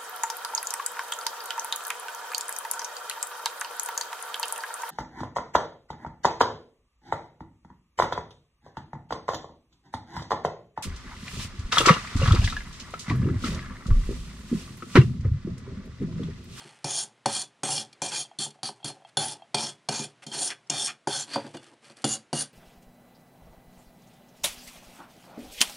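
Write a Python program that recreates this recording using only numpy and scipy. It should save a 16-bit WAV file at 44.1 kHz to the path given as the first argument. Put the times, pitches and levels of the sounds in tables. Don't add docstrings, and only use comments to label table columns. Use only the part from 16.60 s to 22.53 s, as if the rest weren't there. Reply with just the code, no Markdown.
import sys
import numpy as np
from scipy import signal
from scipy.fft import rfft, irfft
from scipy.io import wavfile
from scipy.ndimage import uniform_filter1d

SR = 44100
rng = np.random.default_rng(int(sys.argv[2]) if len(sys.argv) > 2 else 0)


def attenuation_scalar(level_db):
    decades = np.asarray(level_db, float) / 20
    return 10 ** decades


def dump_mix(stems):
    frames = np.atleast_2d(stems).T
    limited = np.clip(frames, -1, 1)
    pcm = np.round(limited * 32767).astype(np.int16)
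    wavfile.write(sys.argv[1], SR, pcm)


N = 261513
STEP = 32

# start_s, low_wall_db, high_wall_db, hollow_db, bench_db
LANDINGS = [(0.243, -30.5, -25, -25, -35.5), (0.658, -21, -23, -12.5, -32),
            (1.033, -23.5, -24.5, -23.5, -34.5), (1.418, -32.5, -22, -24, -39.5),
            (1.518, -27, -35, -41, -57), (1.787, -26, -32.5, -47, -42), (2.031, -30.5, -29, -32.5, -40),
            (2.244, -29.5, -28, -33, -37.5), (2.57, -16.5, -24.5, -20, -33),
            (2.944, -18, -23.5, -20.5, -33), (3.287, -23.5, -23.5, -19.5, -36),
            (3.665, -34, -35.5, -42, -41), (3.715, -30.5, -47, -49, -46),
            (4.098, -21.5, -21.5, -31.5, -39.5), (4.472, -28, -29, -18.5, -29),
            (5.442, -16.5, -20, -15.5, -29), (5.729, -22.5, -30.5, -17.5, -29.5)]


def unit(x):
    return x / np.sqrt(np.mean(x ** 2))


def colour(x, points):
    hz, db = np.transpose(points)
    grid = np.linspace(1, SR / 2, 2049)
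    log_gain = np.interp(np.log(grid), np.log(hz), db) * np.log(10) / 20
    cepstrum = irfft(log_gain)
    cepstrum[1:2048] *= 2
    cepstrum[2049:] = 0
    impulse = irfft(np.exp(rfft(cepstrum)))[:2048]
    return signal.fftconvolve(x, impulse)[:N]


def shade(x, points):
    return colour(x, points) / np.std(colour(rng.standard_normal(N), points))


def walk(rate):
    hold = int(SR / rate)
    levels = np.repeat(rng.standard_normal(N // 200), hold)[:N]
    return 1.2 * uniform_filter1d(levels, hold)


def ring(force, modes, wander_db, rate, tilt_db=0):
    out, power = 0, 0
    turned = np.arange(N) > 4.68 * SR
    centre_hz = np.mean(modes, axis=0)[0]
    for k, (hz, width, db, turned_db) in enumerate(modes):
        r = np.exp(-np.pi * width / SR)
        held_db = np.where(turned, turned_db, db)
        drive = force * attenuation_scalar(held_db + tilt_db * np.log2(hz / centre_hz) + wander_db * walk(rate))
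        poles = [1, -2 * r * np.cos(2 * np.pi * hz / SR), r * r]
        sign = (-1) ** k
        out = out + sign * (1 - r * r) / 2 * signal.lfilter([1, 0, -1], poles, drive)
        power += attenuation_scalar(db) ** 2 * np.pi * width / SR
    return out / np.sqrt(power)


def shop():
    # pitch_hz, level_db per Hz
    idle = [(25, -12.5), (60, -11), (100, -4), (150, -1.5), (300, -3.5), (700, -5), (1300, -8),
            (2000, -9.5), (3200, -13), (5000, -19.5), (8000, -23.5), (11000, -26.5)]
    return attenuation_scalar(-60.5 + 1.4 * walk(1.7)) * unit(colour(rng.standard_normal(N), idle))


def slips(per_s, spread_db, patchy_db):
    when = rng.random(N) < per_s / SR
    size = np.minimum(rng.exponential(size=N), 4.)
    sign = rng.standard_normal(N)
    return unit(when * sign * attenuation_scalar(spread_db * size + patchy_db * walk(60)))


def swell(start, top, lift, db, rule):
    over_db, rise, sag, release = rule
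    top_db = db + over_db
    end_db = top_db - sag * (lift - top)
    times = [start, top, lift, lift + 80 / release]
    levels = [top_db - rise * (top - start), top_db, end_db, end_db - 80]
    return attenuation_scalar(np.interp(np.arange(0, N, STEP) / SR, times, levels, left=-200, right=-200))


def touches(rows, rules):
    total = 0
    for start, top, lift, rustle, weight in rows:
        drives = [rustle] * 3 + [weight] * 2
        total = total + np.array([swell(start, top, lift, db, rule)
                                  for db, rule in zip(drives, rules.values())])
    return total


def knocks():
    # start_s, low_wall_db, high_wall_db
    snag_rows = [(1.177, -23, -47), (1.328, -40.5, -46.5), (1.904, -38, -44.5), (3.624, -52, -59),
                 (3.637, -40.5, -49), (3.903, -27, -44), (4.697, -66, -45), (4.707, -48, -40),
                 (4.733, -34.5, -33.5), (5.135, -56, -56), (5.368, -44.5, -45), (5.419, -48, -40)]
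    # start_s, wall_db, hollow_db, bench_db
    bump_rows = [(.05, -61, -59, -51.5), (1.862, -38, -34.5, -47), (2.089, -43, -29.5, -44.5),
                 (2.3, -50, -32.5, -52), (3.03, -37, -32, -44), (3.394, -52, -38, -36.5),
                 (4.759, -32.5, -11.5, -36.5), (4.779, -56, -20.5, -51), (4.799, -58, -46, -64),
                 (4.844, -62, -40, -45), (4.864, -40, -43, -73), (4.944, -76, -32.5, -42),
                 (4.969, -32, -44, -74), (5.029, -44, -55, -61), (5.065, -45, -51, -62),
                 (5.298, -42, -43.5, -60), (5.328, -76, -68, -73)]
    snags = [(s, low, high, low - 18.5, low - 29) for s, low, high in snag_rows]
    bumps = [(s, wall, wall - 15, hollow, bench) for s, wall, hollow, bench in bump_rows]
    return np.vstack([LANDINGS, snags, bumps]).T


def blows(db, rise_s, fall_s):
    t = np.arange(int(.06 * SR)) / SR
    spikes = np.zeros(N)
    spikes[(knocks()[0] * SR).astype(int)] = attenuation_scalar(db)
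    return signal.fftconvolve(spikes, (1 - np.exp(-t / rise_s)) * np.exp(-t / fall_s))[:N]


def pressure():
    # start_s, loudest_s, until_s, rustle_db, weight_db
    handling = [(0, -0.01, 0.026, -47, -49.5), (0.036, .062, 0.25, -54, -55),
                (2.47, 2.497, 2.46, -54.5, -74), (1.94, 1.96, 1.94, -64, -51), (2.15, 2.17, 2.3, -69, -60),
                (2.34, 2.36, 2.41, -71, -53.5), (4.67, 4.715, 4.83, -44, -43),
                (4.73, 4.736, 4.752, -42, -38.5), (4.769, 4.77, 4.71, -46, -29),
                (4.842, 4.855, 4.88, -54.5, -43.5), (4.89, 4.9, 4.93, -60, -56),
                (4.94, 4.955, 4.96, -48, -42), (4.994, 5.03, 5.09, -55.5, -52), (5.1, 5.14, 5.1, -66, -51),
                (5.22, 5.25, 5.32, -53, -51.5), (5.365, 5.375, 5.43, -54, -52)]
    # over_db, rise_db_per_s, sag_db_per_s, release_db_per_s
    touch_rules = dict(low=(0, 300, 74, 500.5), high=(-9, 300, 87, 500), back=(-0.5, 302, 45, 493),
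                   hollow=(3, 198, 62, 503.5), bench=(-8, 200, 44, 407))
    # fastest_s, lift_s, drag_db, brightness_db, weight_db
    strokes = [(0.353, 0.432, -37, 7.5, -36), (0.749, 0.82, -34.5, 3, -36.5), (1.13, 1.209, -35, 7, -31),
               (1.429, 1.493, -38, 6, -33.5), (1.583, 1.612, -35.5, 2.5, -41.5),
               (1.842, 1.848, -34, 4, -39.5), (2.07, 2.077, -38, 3, -40.5), (2.26, 2.292, -37, 1, -35.5),
               (2.632, 2.723, -36.5, 3.5, -31.5), (2.999, 3.097, -36, 3, -34.5),
               (3.363, 3.445, -36, 2, -33.5), (3.68, 3.708, -47.5, 0, -48), (3.833, 3.879, -35, 6, -36.5),
               (4.221, 4.27, -33, 3, -34), (4.557, 4.62, -34.5, 2.5, -34.5), (5.51, 5.544, -36, 8, -34),
               (5.804, 5.818, -36, 7, -34)]
    # over_db, rise_db_per_s, sag_db_per_s, release_db_per_s
    drag_rules = dict(low=(-0.5, 42, 48, 421), high=(0, 93, 50.5, 534), back=(-8.5, -28.5, 56.5, 392),
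                  hollow=(0.5, -38, 92, 332), bench=(-10.5, -39.5, 38, 249))
    back_levels = [0, -1, -0.5, 4, -4.5, -4, 0, 1.5, 2.5, 3, 3, -3, -1, -2, 0.5, 1, 1]
    # start_s, loudest_s, until_s, rake_db, weight_db
    rim_rakes = [
        (1.505, 1.522, 1.576, -45, -69),
        (3.207, 3.211, 3.07, -49.5, -66.5),
        (3.622, 3.638, 3.63, -44.5, -42),
        (3.89, 3.915, 3.922, -33.5, -41.5),
        (4.27, 4.295, 4.305, -34, -51),
    ]
    # over_db, rise_db_per_s, sag_db_per_s, release_db_per_s
    raking_rules = dict(low=(-11, 300, 90, 1100), high=(-10.5, 300, 91, 1100), back=(-0.5, 303, 51, 1102.5),
                    hollow=(0, 300, 60, 900), bench=(-20, 200, 62, 500))

    drags = touches(handling, touch_rules)
    rim = touches(rim_rakes, raking_rules)
    for landing, stroke, back in zip(LANDINGS, strokes, back_levels):
        start = landing[0] + 0.0075
        top, lift, drag, bright, weight = stroke
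        drives = drag, drag + bright, drag + back, weight, weight
        drags = drags + np.array([swell(start, top, lift, db, rule)
                                  for db, rule in zip(drives, drag_rules.values())])
    wood = attenuation_scalar(np.array([[0], [0], [-7], [0], [0]]))
    raking = drags[2] + attenuation_scalar(2) * rim[2]
    out = np.repeat(np.vstack([drags + wood * rim, raking]), STEP, axis=1)[:, :N]
    out[4] += blows(knocks()[4] + 11, .002, 0.0091)
    return uniform_filter1d(out, int(.006 * SR), axis=1)


def reach():
    # low_wall_db, high_wall_db, hollow_db, all per octave
    tilts = [(-7.5, -1.5, -1), (4.5, 1.5, 3), (-12, -4, 0), (11.5, -9, 2.5), (3.5, 3.5, -2), (0, 3, -1),
             (27, 5, 13), (8, 8.5, -6.5), (-2.5, 5, -3), (0, -1.5, 0), (5.5, 1, -3.5), (-1, -10, -12),
             (-5, -4, -1), (-5.5, -6, 1.3), (-5, -1, 0.5), (-8, 1, 1.5), (1.5, -3, -0.5)]
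    stroke = np.searchsorted(np.array(LANDINGS)[1:, 0] * SR, np.arange(N))
    return np.transpose(tilts)[:, stroke]


def bell_wall(low_force, high_force, low_tilt, high_tilt):
    # pitch_hz, width_hz, level_db as first held, turned_db after the turn
    low_modes = [(2856, 48, -6.5, -5), (3180, 46, 0, -9), (3380, 23, -1.5, -20), (3442, 15, -3, -1),
                 (3564, 109, -3.5, -9.5), (4235, 36, -3, -11.5), (4376, 67, 3.5, 0), (4750, 28, -5.5, -17),
                 (4676, 113, -2.5, 2.5)]
    # pitch_hz, width_hz, level_db as first held, turned_db after the turn
    high_modes = [(5410, 215, -0.5, -10), (5630, 43, -5.5, -21), (6010, 240, -7.5, -10.5),
                  (6690, 170, 1, 1.5), (6580, 45, -3.5, -16.5), (7050, 60, 3.5, 2.5), (7400, 120, -3, -17),
                  (8270, 78, 1.5, 1), (9360, 270, -9, -44.5), (9060, 80, 5.5, 4.5), (9810, 52, 1, -3),
                  (10040, 82, -7.5, 2.5), (10290, 99, -3.5, -15)]
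    return ring(low_force, low_modes, 3.8, 14, low_tilt) + ring(high_force, high_modes, 3.8, 14, high_tilt)


def bare_ticks(force):
    # pitch_hz, level_db per Hz
    tick = [(2300, -22.5), (2900, 0.5), (3800, -1), (5000, 1.5), (7000, -1.5), (7850, -1), (9000, 1.5),
            (10300, -8.5), (11000, -2)]
    return shade(force, tick)


def brush_back(force):
    # pitch_hz, width_hz, level_db as first held, turned_db after the turn
    modes = [(1296, 92, -7, -6), (1521, 40, 3, 3.5), (2402, 39, 1.5, -3.5)]
    return ring(force, modes, 3.4, 6.2)


def raking_wires(force):
    # pitch_hz, level_db per Hz
    rake = [(700, -28.5), (1200, 0.5), (1700, 2), (2300, 1), (3000, -0.5), (4500, -37)]
    return shade(force, rake)


def bell_hollow(force, tilt):
    # pitch_hz, width_hz, level_db as first held, turned_db after the turn
    modes = [(451, 38, -7, -1), (528, 61, -5, -3), (565, 20, 1, 3), (713.3, 44, 7.5, 2.5),
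             (764, 163, 5, -0.5), (865.6, 114, 6, -1.5), (1035, 210, -9, -8)]
    return ring(force, modes, 2.4, 12, tilt)


def workbench(force):
    # pitch_hz, width_hz, level_db as first held, turned_db after the turn
    modes = [(139.8, 15.9, 2, 1.5), (222, 17.7, -5.5, -0.5), (305, 51, -4, 1.5), (410.5, 16.6, -3, -19)]
    return ring(force, modes, 1.3, 4.0)


def brush():
    low, high, back, hollow, bench, raking = pressure()
    _, low_db, high_db, hollow_db, bench_db = knocks()
    low_tilt, high_tilt, hollow_tilt = reach()
    tips = slips(10000, 1.8, .6)
    tufts = rng.standard_normal(N)
    low_blow = tufts * blows(low_db + 1.5, .0004, 0.0037)
    high_blow = tufts * blows(high_db + 2, .0004, 0.0056)
    back_blow = tufts * blows(hollow_db / 2 + low_db / 2 + 1.5, 0.00093, 0.0029)

    grip = low / (low + attenuation_scalar(-48))
    firm = uniform_filter1d(abs(low_blow), size=128)
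    firm = firm / (firm + attenuation_scalar(-46))
    gripped = tips * grip
    wall = bell_wall(gripped * low + low_blow * firm, gripped * high + high_blow * firm, low_tilt, high_tilt)
    rustle = 2.0 * unit(tips * abs(tips)) * (1 - grip)
    ticks = bare_ticks((low + high) * (gripped + rustle) + low_blow + high_blow)
    wood = brush_back(gripped * back + back_blow)
    rake = raking_wires(tips * raking)

    jolts = slips(2000, 1.8, 1.0)
    cavity = bell_hollow(jolts * hollow + blows(hollow_db + 20.5, .00005, .0001), hollow_tilt)
    table = workbench(jolts * bench + blows(bench_db + 11, 0.00043, 0.00063))
    return attenuation_scalar(2.5) * wall + attenuation_scalar(-6.5) * ticks + attenuation_scalar(-2.0) * wood + attenuation_scalar(-1.0) * rake + cavity + table


def rocking():
    # start_s, hollow_db, rim_db
    rocks = [
        (1.65, -45, -39),
        (1.714, -40, -52),
        (1.989, -46, -61),
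        (2.202, -51, -56),
        (2.229, -43, -40.5),
        (2.421, -46.5, -59),
        (2.449, -39, -43.5),
        (2.797, -46, -55.5),
        (2.821, -37, -44.5),
    ]
    # pitch_hz, width_hz, level_db as first held, turned_db after the turn
    hollow_modes = [(682, 51, 1, -2), (826, 92, 1, 0)]
    # pitch_hz, width_hz, level_db as first held, turned_db after the turn
    rim_modes = [(2680, 25, -10, -5), (3198, 27, -0.5, 0), (3248, 55, -1, -2), (4300, 72, -15.5, -10)]
    s, hollow_db, rim_db = np.transpose(rocks)
    at = (s * SR).astype(int)
    hollow, rim = np.zeros((2, N))
    hollow[at] = attenuation_scalar(hollow_db)
    rim[at] = attenuation_scalar(rim_db)
    return attenuation_scalar(22) * ring(hollow, hollow_modes, 1, 9.42) + attenuation_scalar(22.0) * ring(rim, rim_modes, 1, 4.7)


def echo(x):
    t60_s = 0.18
    t = np.arange(int(.5 * SR)) / SR
    tail = rng.standard_normal(len(t)) * attenuation_scalar(-60 * t / t60_s) * (t > .004)
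    wet = signal.fftconvolve(x, tail / np.sqrt(np.sum(tail ** 2)))[:N]
    return attenuation_scalar(-10.5) * colour(wet, [(100, 8.0), (2000, -0.5), (10000, -8.0)])


def scene():
    near = brush() + rocking()
    mono = near + echo(near) + shop()
    return np.array([mono, mono])


def noise_fill(mid):
    # pitch_hz, share of tiles filled
    fill_share = [(3900, 0), (4100, .05), (10200, .05), (10400, .35), (11400, .35), (13500, .3)]
    hz, s, tiles = signal.stft(mid, SR, nperseg=2048)
    band = (hz // 690).astype(int)
    pair = np.arange(len(s)) // 2
    active = (s > 1.3) & (s < 4.75)
    share = np.interp(hz, *np.transpose(fill_share), left=0, right=0)[:, None] * active
    filled = rng.random((band[-1] + 1, pair[-1] + 1))[band][:, pair] < share
    turn = np.exp(2j * np.pi * rng.random(tiles.shape))
    fill = signal.istft(tiles * filled * turn, SR, nperseg=2048)[1][:N]
    fast, slow = (uniform_filter1d(abs(mid), size=k) for k in (128, 2048))
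    return attenuation_scalar(-8) * fill * np.minimum(fast / slow, 1) ** 2


def low_pass(x):
    return signal.sosfilt(signal.butter(12, 13700, fs=SR, output="sos"), x)


def record(dry):
    # pitch_hz, level_db
    tone = [(20, -31.5), (50, -12.5), (104, -17), (120, 0.5), (140, -5.5), (10200, -2.5), (11300, -10),
            (11500, -21), (12000, -38.5), (14000, -68)]
    # pitch_hz, level_db
    mirror_gain = [(11800, -95), (12200, -43.5), (12700, -34), (13300, -46), (13900, -74.5)]
    flipped = dry[0] * (-1.) ** np.arange(N)
    mid = colour(dry[0], tone) + colour(flipped, mirror_gain)
    side = noise_fill(mid)
    return low_pass(np.array([mid + side, mid - side]))


dry = scene()
out = record(dry)
dump_mix(out)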